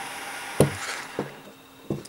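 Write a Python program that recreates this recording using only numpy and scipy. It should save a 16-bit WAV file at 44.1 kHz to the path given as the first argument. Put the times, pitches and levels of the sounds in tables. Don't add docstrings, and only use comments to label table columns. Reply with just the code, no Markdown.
import sys
import numpy as np
from scipy import signal
from scipy.fft import rfft, irfft, next_fast_len
from scipy.io import wavfile
from scipy.ndimage import uniform_filter1d, map_coordinates

SR = 44100
rng = np.random.default_rng(int(sys.argv[2]) if len(sys.argv) > 2 else 0)


def wrap_up_sound(samples):
    columns = np.atleast_2d(samples).T
    tamed = np.clip(columns, -1, 1)
    steps = np.round(tamed * 32767).astype(np.int16)
    wavfile.write(sys.argv[1], SR, steps)


def field_ratio(decibels):
    return 10 ** (np.asarray(decibels, dtype=float) / 20)


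N = 91816

MODE_HZ = [100, 143, 202, 262, 301, 345, 404, 468, 523, 621, 705, 805, 915, 1070, 1280]
MODE_T60 = [0.49, 0.41, 0.2, 0.13, 0.21, 0.14, 0.15, 0.16, 0.11, 0.13, 0.14, 0.11, 0.12, 0.098, 0.084]
MODE_DB = [
    [-8, 6.5, 5.9, -4.5, 4.5, -2.5, 3.5, -2, 2, -3, -4.5, -3, -4, -4, -9],
    [-20, -4.5, 5, -12, 0.5, 3, 0.5, 2, 1, -9.5, -3, -9.5, -2.5, -4, -16],
    [-18, 1, 5, -5.5, -6, 5.5, -3.5, -1.5, -0.5, -4, -7.5, -1.5, -10, 6, -9],
]


def unit(x):
    return x / np.sqrt(np.mean(x ** 2) + 1e-20)


def curve(rows, column=1):
    return np.interp(np.arange(N) / SR, np.array(rows)[:, 0], np.array(rows)[:, column])


def wobble(rate):
    knots = rng.standard_normal(int(N * rate / SR) + 4)
    return map_coordinates(knots, [np.arange(N) * rate / SR])


def filtered(x, response):
    m = next_fast_len(len(x) + SR // 2)
    return irfft(rfft(x, m) * response(np.fft.rfftfreq(m, 1 / SR)), m)[:len(x)]


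def colour(spectrum, bumps):
    slope_hz, slope_db = np.transpose(spectrum)

    def response(hz):
        slope = np.interp(np.log(hz + 1), np.log(slope_hz), slope_db)
        bells = sum(g / (1 + (2 * (hz - c) / w) ** 2) for c, w, g in bumps)
        return field_ratio(slope + bells)
    return response


def resonant(peaks):
    def response(f):
        return sum((-1) ** k * field_ratio(db) * 1j * f * w / (c * c - f * f + 1j * f * w)
                   for k, (c, w, db) in enumerate(peaks))
    return response


def patchy(patchy_db):
    z = signal.stft(rng.standard_normal(N + 512), nperseg=512)[2]
    field = uniform_filter1d(rng.standard_normal(z.shape), 5, 0)
    field = uniform_filter1d(field, 10, 1)
    return signal.istft(z * field_ratio(patchy_db * unit(field)), nperseg=512)[1][:N]


def below_treble(x):
    return filtered(x, lambda hz: 1 / (1 + (hz / 3870) ** 4))


def flame():
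    # start_s, level_db, treble_db, extra_path_cm
    motion = [(0, -35, 0, 8.9), (.1, -35.5, 1, 9.2), (.6, -34.5, -1, 9.34), (.65, -33.5, -3, 9.5),
              (.74, -36.5, 2, 9.1), (.8, -39.5, 3, 8.5), (1.03, -37.5, -6, 9.7), (1.08, -41.5, -1.5, 16.3),
              (1.2, -39.5, -10.5, 14.6), (1.3, -46.5, -4, 14.4), (1.36, -46, -18, 16.3),
              (1.44, -55, -4, 13), (1.55, -77, -30, 15), (2.1, -79, -11, 14)]
    # frequency_hz, density_db
    jet_slope = [(60, -39), (150, -14.5), (300, -7), (700, -8), (2230, -8), (4390, -20), (9600, -20),
                 (15700, -35)]
    # frequency_hz, width_hz, level_db
    facing = [(796, 43, 13), (940, 105, 8), (1434, 34, 10.5), (1579, 13, 10), (2040, 430, 1),
              (2810, 23, 11), (3530, 570, 8), (4400, 210, -8), (4930, 1800, 3.5), (6740, 750, -2.5),
              (8700, 300, -13), (9500, 1100, 3), (10930, 1150, 11.5), (1300, 52, -4.5)]
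    # frequency_hz, width_hz, level_db
    averted = [(795, 82, 10), (940, 124, 7.5), (1441, 22, 11), (1653, 38, 11), (2080, 590, 5),
               (2800, 100, 10), (3600, 250, 1), (4770, 1400, 5), (6600, 1200, 1), (8500, 400, -9),
               (9800, 500, 4), (10900, 1000, 10)]
    turn_s = (0.65, 0.83)
    gas = patchy(patchy_db=.6)
    away = np.interp(np.arange(N) / SR, turn_s, [0, 1])
    jet = (1 - away) * filtered(gas, colour(jet_slope, facing))
    jet = jet + away * filtered(gas, colour(jet_slope, averted))
    delay = curve(motion, column=3) / 34300 * SR
    mirror = map_coordinates(jet, [np.arange(N) - delay], mode="mirror")
    jet = unit(jet - .35 * mirror)
    low = below_treble(jet)
    tilted = low + (jet - low) * field_ratio(curve(motion, column=2))
    return tilted * field_ratio(curve(motion) + 0.57 * wobble(60.8))


def scrape():
    # start_s, length_s, level_db, treble_db
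    strokes = [(0.755, 0.26, -38.5, 1), (0.814, 0.051, -47, 10.5), (0.87, 0.086, -36, -1.5),
               (0.892, 0.015, -55, 4), (0.954, 0.11, -40, 1.5), (1.052, 0.14, -47, 0.5),
               (1.185, 0.053, -42, -6), (1.29, 0.011, -41.5, -18), (1.27, 0.13, -52, -15),
               (1.448, 0.015, -54.5, 7.5), (1.512, .04, -62, 11), (1.903, 0.032, -54, 7),
               (1.955, 0.083, -62, 5), (1.921, 0.17, -57, 4)]
    # frequency_hz, density_db
    rub_slope = [(150, -35), (400, -8), (1020, -14), (1570, -5.5), (2620, -14), (6000, -15), (10800, -21.5),
                 (15700, -46)]
    # frequency_hz, width_hz, level_db
    shell = [(1207, 140, 10.4), (1370, 53, 7.3), (1620, 39, 2.8), (2060, 460, 6.9), (2920, 58, 7.7),
             (3760, 380, 5.9), (4260, 260, 4.6), (6630, 310, 4.1), (7800, 140, 1.2), (10200, 230, 8.2),
             (12800, 150, 5)]
    grains_per_s, grain_db = 2000, 2.2
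    hit = rng.random(N) < grains_per_s / SR
    grains = hit * field_ratio(grain_db * rng.exponential(size=N)) * rng.standard_normal(N)
    fibres = unit(grains) + 1.5 * patchy(patchy_db=4)

    roll = np.pi / 4 * (1 + np.tanh(1.5 * wobble(16)))
    flat, rolled = [filtered(fibres, colour(rub_slope, np.array(shell) * [k, 1, 1])) for k in (.94, 1.1)]
    rub = unit(np.cos(roll) ** 2 * flat + np.sin(roll) ** 2 * rolled)
    low = below_treble(rub)

    t = np.arange(N) / SR
    body, top = np.zeros(N), np.zeros(N)
    for start, length, db, treble_db in strokes:
        arc = np.sin(np.pi * np.clip((t - start) / length, 0, 1) ** 0.78)
        pressure = field_ratio(db) * np.abs(arc) ** 0.69 * (t > start) * (t < start + length)
        body += pressure
        top += field_ratio(treble_db) * pressure
    body, top = uniform_filter1d([body, top], size=60)
    return (low * body + (rub - low) * top) * field_ratio(0.7 * wobble(70.17))


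def knocks():
    # start_s, peak_db, contact_s, bass_db, ring_length_factor
    blows = [(0.603, -6, 0.00087, -2, 0.47), (0.6049, -22.5, 0.00041, 5, 0.56),
             (0.622, -17, 0.0015, -10, 0.39), (0.6512, -30, 0.00088, -4, 0.57),
             (1.1889, -19, 0.00053, 1, 0.67), (1.29, -45, 0.0035, -9, 0.25),
             (1.844, -37.5, 0.0023, -21, 0.46), (1.9015, -35, .0015, -7, .4),
             (1.9043, -14.5, 0.0016, -0.5, 0.45), (1.9198, -20.5, 0.0014, -17, 0.42),
             (1.938, -27, 0.0017, 3, 0.44), (1.954, -37, 0.0015, -5, 0.6), (1.971, -35, 0.0014, 6.5, 0.57),
             (1.983, -27.5, 0.001, 2, 0.23), (2.008, -29, 0.0029, 0, 0.25)]
    # frequency_hz, level_db
    fronts = [
        (432, 12.5),
        (418, 14),
        (366, 10),
    ]
    moves_s = [1, 1.6]
    travel_s, swell_s = .0002, .002
    out, t = np.zeros(N + SR), np.arange(SR // 2) / SR
    for start, db, contact, bass_db, long in blows:
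        place = np.searchsorted(moves_s, start)
        front_hz, front_db = fronts[place]
        ring = field_ratio(front_db - 60 * t / .02) * np.sin(2 * np.pi * front_hz * t) * (1 - np.exp(-t / .0008))
        spot = .7 * rng.standard_normal(len(MODE_HZ))
        for hz, t60, g, spot_db in zip(MODE_HZ, MODE_T60, MODE_DB[place], spot):
            u = np.maximum(t - travel_s * np.sqrt(400 / hz), 0)
            decay = field_ratio(g + spot_db + bass_db * (hz < 180) - 60 * u / (t60 * long))
            ring = ring + decay * np.sin(2 * np.pi * hz * u) * (1 - np.exp(-u / swell_s))
        push = np.sin(np.pi * np.clip(t[:900] / contact, 0, 1)) ** 2
        thump = np.convolve(ring, push / push.sum())[:len(t)]
        out[round(start * SR):][:len(t)] += field_ratio(db - 4.5) * thump
    return out[:N]


def hand_drag():
    # start_s, level_db
    drag_level = [(1.2, -57), (1.27, -47.5), (1.35, -53.5), (1.47, -49), (1.51, -62), (1.62, -71),
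                  (1.9, -56.5), (1.97, -56), (2.08, -54)]
    rubbing = rng.standard_normal(N) * field_ratio(curve(drag_level) + 4.5 * wobble(39.83))
    modes = [(hz, 4.9 / t60, g) for hz, t60, g in zip(MODE_HZ, MODE_T60, MODE_DB[0]) if hz < 650]
    return field_ratio(19.5) * filtered(rubbing, resonant(modes))


def sway():
    start_s, length_s, pitch_hz, level_db = .695, .09, 97, -29
    u = np.clip((np.arange(N) / SR - start_s) / length_s, 0, 1)
    return field_ratio(level_db) * np.sin(np.pi * u) * np.sin(2 * np.pi * pitch_hz * length_s * u)


def tabletop():
    motion = knocks() + hand_drag() + sway()
    return filtered(motion, lambda f: (1j * f / (112 + 1j * f)) ** 2)


def bursts(rows, low, top):
    out, t = np.zeros(N + SR), np.arange(SR // 10) / SR
    for start, db, t60, top_db in rows:
        burst = rng.standard_normal(len(t)) * field_ratio(db - 60 * t / t60) * (1 - np.exp(-t / .0004))
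        ringing = filtered(burst, resonant(low)) + field_ratio(top_db) * filtered(burst, resonant(top))
        out[round(start * SR):][:len(t)] += 3.62 * ringing
    return out[:N]


def metal_clicks():
    # start_s, level_db, t60_s, treble_db
    click_rows = [
        (.6064, -17, .009, 2),
        (.610, -33, .03, -4),
    ]
    # frequency_hz, width_hz, level_db
    metal_low = [(1690, 900, -13), (2780, 480, 2.5), (4100, 240, 6.5), (5460, 1300, -7.5)]
    metal_high = [(9610, 1700, 2), (10820, 550, 9.5), (13000, 360, 0.5)]
    return bursts(click_rows, metal_low, metal_high)


def fibre_snaps():
    # start_s, level_db, t60_s, treble_db
    snap_rows = [(.7487, -31.5, 0.011, 6), (.8245, -44, 0.019, -9), (.833, -42, 0.016, 4),
                 (.8844, -40, 0.011, 9.5), (.9, -37, 0.014, -8), (.929, -39, .01, 2), (1.03, -39, .02, 0),
                 (1.193, -46, .01, -8), (1.2, -46, .015, -8), (1.456, -54, 0.017, -3), (.875, -47, .01, -2),
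                 (.912, -40, .01, 2), (.94, -43, .01, -3), (.968, -49, 0.009, 2), (1.293, -53, 0.0092, -10),
                 (1.914, -54, .015, 11), (1.92, -57, .012, 8), (1.966, -57, .012, 8), (1.985, -57, .012, 4),
                 (2.001, -54, .012, 2)]
    # frequency_hz, width_hz, level_db
    fibre_low = [(3930, 1400, -6), (5700, 1200, 3)]
    fibre_high = [(7760, 1900, -5), (10500, 2500, -9.5)]
    return bursts(snap_rows, fibre_low, fibre_high)


def tool_rattle():
    # start_s, level_db, t60_s, treble_db
    tick_rows = [(2.0495, -45, 0.016, 1), (2.052, -32.5, 0.011, -13), (2.0555, -34.5, 0.015, -5),
                 (2.063, -57, 0.022, 4), (2.07, -59, 0.018, -2)]
    # frequency_hz, width_hz, level_db
    tool_low = [(2220, 790, -5), (4830, 550, 4.5), (5450, 810, 3.5)]
    tool_high = [(7400, 890, -22), (9340, 610, 13.5), (13400, 1500, -20)]
    return bursts(tick_rows, tool_low, tool_high)


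def echo(x):
    t = np.arange(SR // 3) / SR
    tail = rng.standard_normal(len(t)) * field_ratio(-60 * t / .32) * (t > .004)
    answer = signal.fftconvolve(x, tail / np.linalg.norm(tail))[:N]
    return filtered(answer, lambda hz: 1 / (1 + (hz / 5000) ** 2))


def room_tone():
    # frequency_hz, density_db
    rush_slope = [(25, -62), (150, -37), (270, -18.5), (500, -19.5), (1000, -15.5), (2000, -25.5),
                  (4500, -31), (15700, -34.5)]
    # frequency_hz, width_hz, level_db
    fan_bands = [(269, 18, 9), (457.2, 16, 17), (1420, 130, 3), (2680, 130, 13), (3080, 49, 8),
                 (3740, 240, 14)]
    # frequency_hz, density_db
    rumble_slope = [(20, -15), (60, -15), (140, -7), (300, -29.5), (600, -42)]
    t = np.arange(N) / SR
    hum = field_ratio(-57 + 1.2 * wobble(18)) * np.sin(2 * np.pi * 267.3 * t)
    whine = field_ratio(-67.5) * np.sin(2 * np.pi * 15668 * t)
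    rumble = field_ratio(-62) * unit(filtered(rng.standard_normal(N), colour(rumble_slope, [])))
    rush = field_ratio(-51) * unit(filtered(patchy(patchy_db=.7), colour(rush_slope, fan_bands)))
    return rush + np.sqrt(2) * (hum + whine) + rumble


def scene():
    hits = metal_clicks() + tool_rattle() + fibre_snaps()
    thumps = tabletop()
    reflected = field_ratio(-7) * echo(hits + 0.57 * thumps)
    mix = flame() + scrape() + thumps + hits + reflected + room_tone()
    return np.array([mix, mix])


def roll_off(x):
    return signal.sosfilt(signal.butter(12, 16050, fs=SR, output="sos"), x)


def record(dry):
    mix = np.array([filtered(c, lambda hz: hz < 15750) for c in dry])
    return roll_off(mix)


dry = scene()
out = record(dry)
wrap_up_sound(out)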